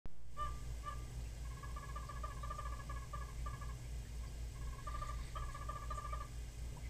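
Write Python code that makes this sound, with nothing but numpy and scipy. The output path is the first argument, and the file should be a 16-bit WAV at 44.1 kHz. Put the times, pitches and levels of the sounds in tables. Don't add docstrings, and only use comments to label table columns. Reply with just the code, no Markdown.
import sys
import numpy as np
from scipy import signal
from scipy.fft import rfft, irfft, next_fast_len
from scipy.io import wavfile
from scipy.ndimage import uniform_filter1d

SR = 44100
rng = np.random.default_rng(int(sys.argv[2]) if len(sys.argv) > 2 else 0)


def digitize_waveform(pressure):
    field = np.atleast_2d(pressure).T
    bounded = np.clip(field, -1, 1)
    quanta = np.round(bounded * 32767).astype(np.int16)
    wavfile.write(sys.argv[1], SR, quanta)


N = 303849
TIME = np.arange(N) / SR
SIZE = next_fast_len(N + SR)
FREQ = np.maximum(np.arange(SIZE // 2 + 1) * SR / SIZE, 1e-3)
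WAKE_S = 0.057


def undb(db):
    return 10 ** (np.asarray(db) / 20)


def level(x, db):
    return x * undb(db) / np.sqrt(np.mean(x ** 2))


def colour(rows):
    hz, db = np.transpose(rows)
    return undb(np.interp(np.log(FREQ), np.log(hz), db))


def resonance(hz, width):
    return 1 / (1 + 1j * (FREQ / hz - hz / FREQ) * hz / width)


def filtered(x, response):
    return irfft(rfft(x, SIZE) * response, SIZE)[:N]


def noise(response):
    return level(filtered(rng.standard_normal(N), response), 0)


def drift(rate_hz):
    return noise(1 / (1 + (FREQ / rate_hz) ** 4))


def add(out, start, x):
    i = max(int(start * SR), 0)
    out[i:i + len(x)] += x[:max(N - i, 0)]


def switch_on(thump_db=-36, settle_s=0.35, dull_hz=2500, buzz_hz=185, buzz_db=-58, buzz_s=0.26):
    awake = TIME > WAKE_S
    since = np.maximum(TIME - WAKE_S, 0)
    thump = filtered(awake * np.exp(-since / settle_s), 1 / (1 + 1j * FREQ / dull_hz))
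    slide = 1 + 0.14 * (0.5 - since / 0.054 % 1)
    sawtooth = np.cumsum(buzz_hz * slide) / SR % 1 - 0.5
    buzz = sawtooth * awake * np.exp(-(since / buzz_s) ** 4)
    return undb(thump_db) * thump + undb(buzz_db) * buzz


def fade_in(wake_rise_s=0.03, idle_db=-15, fade_s=0.17, open_at_s=0.41):
    awake = np.clip((TIME - WAKE_S) / wake_rise_s, 0, 1)
    return awake * undb(idle_db * np.clip((open_at_s - TIME) / fade_s, 0, 1))


def hum(waver=0.14, in_step_s=0.49):
    # frequency in Hz, level in dB.
    tones = [(55.91, -48.4), (59.97, -54), (98.31, -66), (119.97, -57.3), (239.94, -70), (299.9, -77),
             (419.9, -75), (479.9, -80)]
    return np.sqrt(2) * sum(
        undb(db) * (1 + waver * drift(3)) * np.cos(2 * np.pi * hz * (TIME - in_step_s))
        for hz, db in tones)


def room_rumble(rumble_db=-53, swell_db=1):
    # frequency in Hz, relative level in dB.
    rumble_shape = [(15, -4.5), (28, -3), (45, -6.5), (70, -10.5), (100, -8), (145, -6.5), (200, -22.5),
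                    (320, -23.5), (600, -25.5), (1100, -33), (1400, -43), (3000, -91)]
    return noise(colour(rumble_shape)) * undb(rumble_db + swell_db * drift(5.4))


def camera_noise(hiss_db=-62.5, whine_db=-78, whine_hz=9000, sweep_hz=350, sweeps_per_s=29.97):
    # frequency in Hz, relative level in dB.
    hiss_shape = [(300, 0.5), (1400, -1), (2100, -1), (3300, 0.5), (4000, -2), (5200, 1.5), (7000, -1),
                  (8500, 0.5), (9100, -4.5), (9600, -12), (11000, -10.5), (15000, -9.5)]
    # frequency in Hz, width in Hz, boost or cut in dB.
    case_ripples = [(1414, 106, -6), (1625, 140, 7.5), (1820, 56, -3.5), (2074, 154, 8.5), (2474, 110, 5),
                    (2633, 58, -10), (2808, 100, 5), (3190, 55, 4.5), (6440, 210, 3), (6870, 150, 0),
                    (7240, 150, 5), (7930, 205, 6.5), (8470, 150, -5.5), (11450, 280, 3.5)]
    ripple_db = sum(db * np.exp(-((FREQ - hz) / width) ** 2) for hz, width, db in case_ripples)
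    hiss = noise(colour(hiss_shape) * undb(ripple_db))
    sweep = (TIME * sweeps_per_s) % 1
    pitch_hz = whine_hz + sweep_hz * (2 * sweep - 1) + 120 * drift(15)
    phase = 2 * np.pi * np.cumsum(pitch_hz) / SR
    whine = np.sin(phase) * np.sin(np.pi * sweep) ** 4 * drift(230)
    return undb(hiss_db) * hiss + level(whine, whine_db)


def push(length_s, rise_s, fall_s, fade_db, scoop, dive):
    t = np.arange(1, int(length_s * SR)) / SR
    rise = np.sin(np.pi / 2 * np.minimum(t / rise_s, 1))
    fall = np.clip(1 - (length_s - t) / fall_s, 0, 1)
    bend = 1 - scoop * (1 - rise) - dive * fall ** 2
    swell_db = 20 * np.log10(rise) - fade_db * fall ** 1.56
    return bend, swell_db


def voice_box(hz, db, effort_db, bright_db=0, jitter=0.0052, rasp=0.079):
    # multiple of the pitch, relative level in dB,
    # dB gained per dB of effort.
    harmonics = [(1, -8.5, 0.5), (2, 2, 0), (3, -14.5, -0.17), (4, -20.5, -.5), (5, -27.5, -0.55),
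                 (6, -39.5, 1.35)]
    waver, flutter = uniform_filter1d(rng.standard_normal((2, len(hz))), size=100) * np.sqrt(100)
    phase = 2 * np.pi * np.cumsum(hz * (1 + jitter * waver)) / SR
    buzz = sum(undb(gain_db + slope * effort_db + bright_db * (multiple >= 5)) * np.sin(multiple * phase)
               for multiple, gain_db, slope in harmonics)
    return undb(db) * (1 + rasp * flutter) * buzz


def hoots():
    # start in seconds, length in seconds, pitch in Hz, relative level in dB.
    pushes = [(.362, 0.12, 598.6, -45.5), (0.828, 0.042, 579, -55), (.852, .058, 591, -46.5),
              (.899, 0.034, 570, -53), (5.353, .037, 639, -49.5)]
    out = np.zeros(N)
    for start, length, hz, db in pushes:
        bend, swell_db = push(length, 0.547 * length, 0.477 * length, fade_db=17, scoop=0.049, dive=0.147)
        add(out, start, voice_box(hz * bend, db + swell_db, effort_db=2, bright_db=6))
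    return out


def throat(calls):
    # frequency in Hz, width in Hz, strength in dB.
    body_rings = [(1181, 43, -3.5), (1662, 38, 10), (2212, 57, 8), (3210, 105, 17)]
    return filtered(calls, 1 + sum(undb(db) * resonance(hz, width) for hz, width, db in body_rings))


def tank(x, tail_db=-20, tail_s=0.46, build_s=0.035):
    # delay in seconds, strength in dB.
    near_echoes = [(.01077, -4.5), (.01122, -7.5), (.01183, -7), (.0249, -13), (.0414, -12)]
    # frequency in Hz, width in Hz, strength in dB.
    standing_waves = [(1183, 5.1, -2), (1030, 7.6, 4)]

    def echo(delay_s, db):
        return undb(db) * np.exp(-2j * np.pi * FREQ * delay_s)

    early = 1 + sum(echo(delay_s, db) for delay_s, db in near_echoes)
    early /= 1 - echo(delay_s=0.00477, db=-12)
    t = TIME[:SR]
    tail = rng.standard_normal(SR) * undb(-60 * t / tail_s) * (1 - np.exp(-(t / build_s) ** 2))
    tail /= np.sqrt(np.sum(tail ** 2))
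    ring = 1 + sum(undb(db) * resonance(hz, width) for hz, width, db in standing_waves)
    return filtered(x, ring * (early + undb(tail_db) * rfft(tail, SIZE)))


def drips(boost_db=3, scatter_s=0.024, bubbles=28, ring_s=0.037):
    # start in seconds, pitch in Hz, relative level in dB, spread as a share of the pitch.
    ticks = [(1.195, 4250, -63, 0.05), (1.24, 2530, -58, 0.06), (2.06, 4750, -60, 0.1),
             (2.41, 3880, -60.5, 0.01), (2.55, 6600, -57, 0.18), (2.86, 4970, -63, 0),
             (3.38, 2180, -59, 0.07), (3.84, 2200, -58.5, 0.01), (4.05, 1730, -58.5, 0.01),
             (4.26, 4900, -61, 0.06), (4.53, 8340, -62, .04), (4.845, 7550, -58, .06),
             (5.07, 7350, -56, .11), (5.245, 8300, -60, .04), (5.515, 7600, -56.5, .1),
             (5.9, 4007, -62, .01), (5.944, 7500, -51.5, .07), (6.091, 2230, -54, 0.02),
             (6.205, 4050, -63, 0.05), (6.835, 2220, -53, .04)]
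    out = np.zeros(N)
    t = TIME[:SR // 8]
    fade = undb(-60 * t / ring_s) * (1 - np.exp(-t / 0.00024))
    for start, hz, db, spread in ticks:
        for late, detune in zip(rng.random(bubbles), rng.standard_normal(bubbles)):
            bubble = np.sin(2 * np.pi * hz * (1 + spread * detune) * t) * fade
            add(out, start + scatter_s * late, undb(db + boost_db) * bubble / np.sqrt(bubbles))
    return out


def yelps(usual_db=-44, usual_hz=577.1, hz_per_db=5, slack_hz=544, scatter_hz=3, trim_db=-4.5):
    # start in seconds, number of yelps, seconds from one to the next,
    # relative level of the first in dB, change per yelp in dB.
    bursts = [(1.445, 3, .06, -56, 1.9), (1.626, 2, 0.063, -45.5, -8), (1.761, 3, 0.062, -43, -2.5),
              (1.955, 2, .068, -41.5, -8.5), (2.087, 2, .067, -42.5, -3.5), (2.233, 3, 0.065, -39.5, -5.5),
              (2.428, 2, .072, -42, 1.5), (2.58, 4, 0.069, -40, -2), (2.892, 3, 0.063, -43.5, -3.5),
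              (3.131, 3, 0.074, -40, -6), (3.458, 2, 0.069, -41.5, -6.5), (3.611, 2, .075, -45, -5),
              (4.231, 1, 0, -56.5, 0), (4.552, 5, 0.057, -58, 2), (4.867, 2, .071, -40.5, -1.5),
              (5.014, 2, 0.071, -39.5, -2), (5.184, 1, 0, -54.5, -1), (5.352, 3, 0.065, -41.5, -3.5),
              (5.542, 2, 0.064, -43, -1.5), (5.685, 3, .066, -39, -2.5), (5.902, 3, .07, -39, -1.5),
              (6.123, 2, 0.077, -38.5, -3.5)]
    out = np.zeros(N)
    bend, swell_db = push(length_s=0.032, rise_s=0.0097, fall_s=0.0212, fade_db=33.5, scoop=0, dive=0.533)
    for start, count, gap, first_db, step_db in bursts:
        for k in range(count):
            db = first_db + k * step_db
            effort_db = db - usual_db
            hz = max(usual_hz + hz_per_db * effort_db, slack_hz) + scatter_hz * rng.standard_normal()
            add(out, start + k * gap, voice_box(hz * bend, db + trim_db + swell_db, effort_db))
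    return out


def shudder(middle_s=5.14, half_s=0.61, hz=29, width_hz=9, db=-52):
    swell = np.exp(-((TIME - middle_s) / half_s) ** 4)
    return noise(resonance(hz, width_hz) ** 2) * undb(db) * swell


def rubbing(grain_db=2):
    # frequency in Hz, width in Hz, strength in dB.
    rub_rings = [(1940, 570, 5.5), (3660, 350, -0.5), (4460, 740, -2)]
    # middle of a shove in seconds, half its length in seconds, level in dB.
    shoves = [(5.026, 0.22, -64), (5.277, .06, -62), (5.547, 0.044, -64)]
    tone = sum(undb(db) * np.abs(resonance(hz, width)) ** 2 for hz, width, db in rub_rings)
    whisper = noise(tone) * undb(grain_db * drift(40))
    swell = sum(undb(db) * np.exp(-((TIME - middle) / half) ** 2) for middle, half, db in shoves)
    return level(whisper, 0) * swell


def plop(start_s=6.762, hz=1010, db=-53):
    out = np.zeros(N)
    bend, swell_db = push(length_s=0.033, rise_s=0.0156, fall_s=0.02, fade_db=23, scoop=0.38, dive=0.7)
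    phase = 2 * np.pi * np.cumsum(hz * bend) / SR
    add(out, start_s, undb(db + swell_db) * np.sin(phase))
    return out


def scene():
    background = (hum() + room_rumble() + shudder() + camera_noise()) * fade_in()
    toad = throat(yelps() + hoots())
    return (switch_on() + background + tank(toad + drips()) + rubbing() + plop())[None]


def record(dry, top_hz=15030):
    return signal.sosfilt(signal.ellip(12, 0.1, 70, top_hz, fs=SR, output="sos"), dry)


dry = scene()
out = record(dry)
digitize_waveform(out)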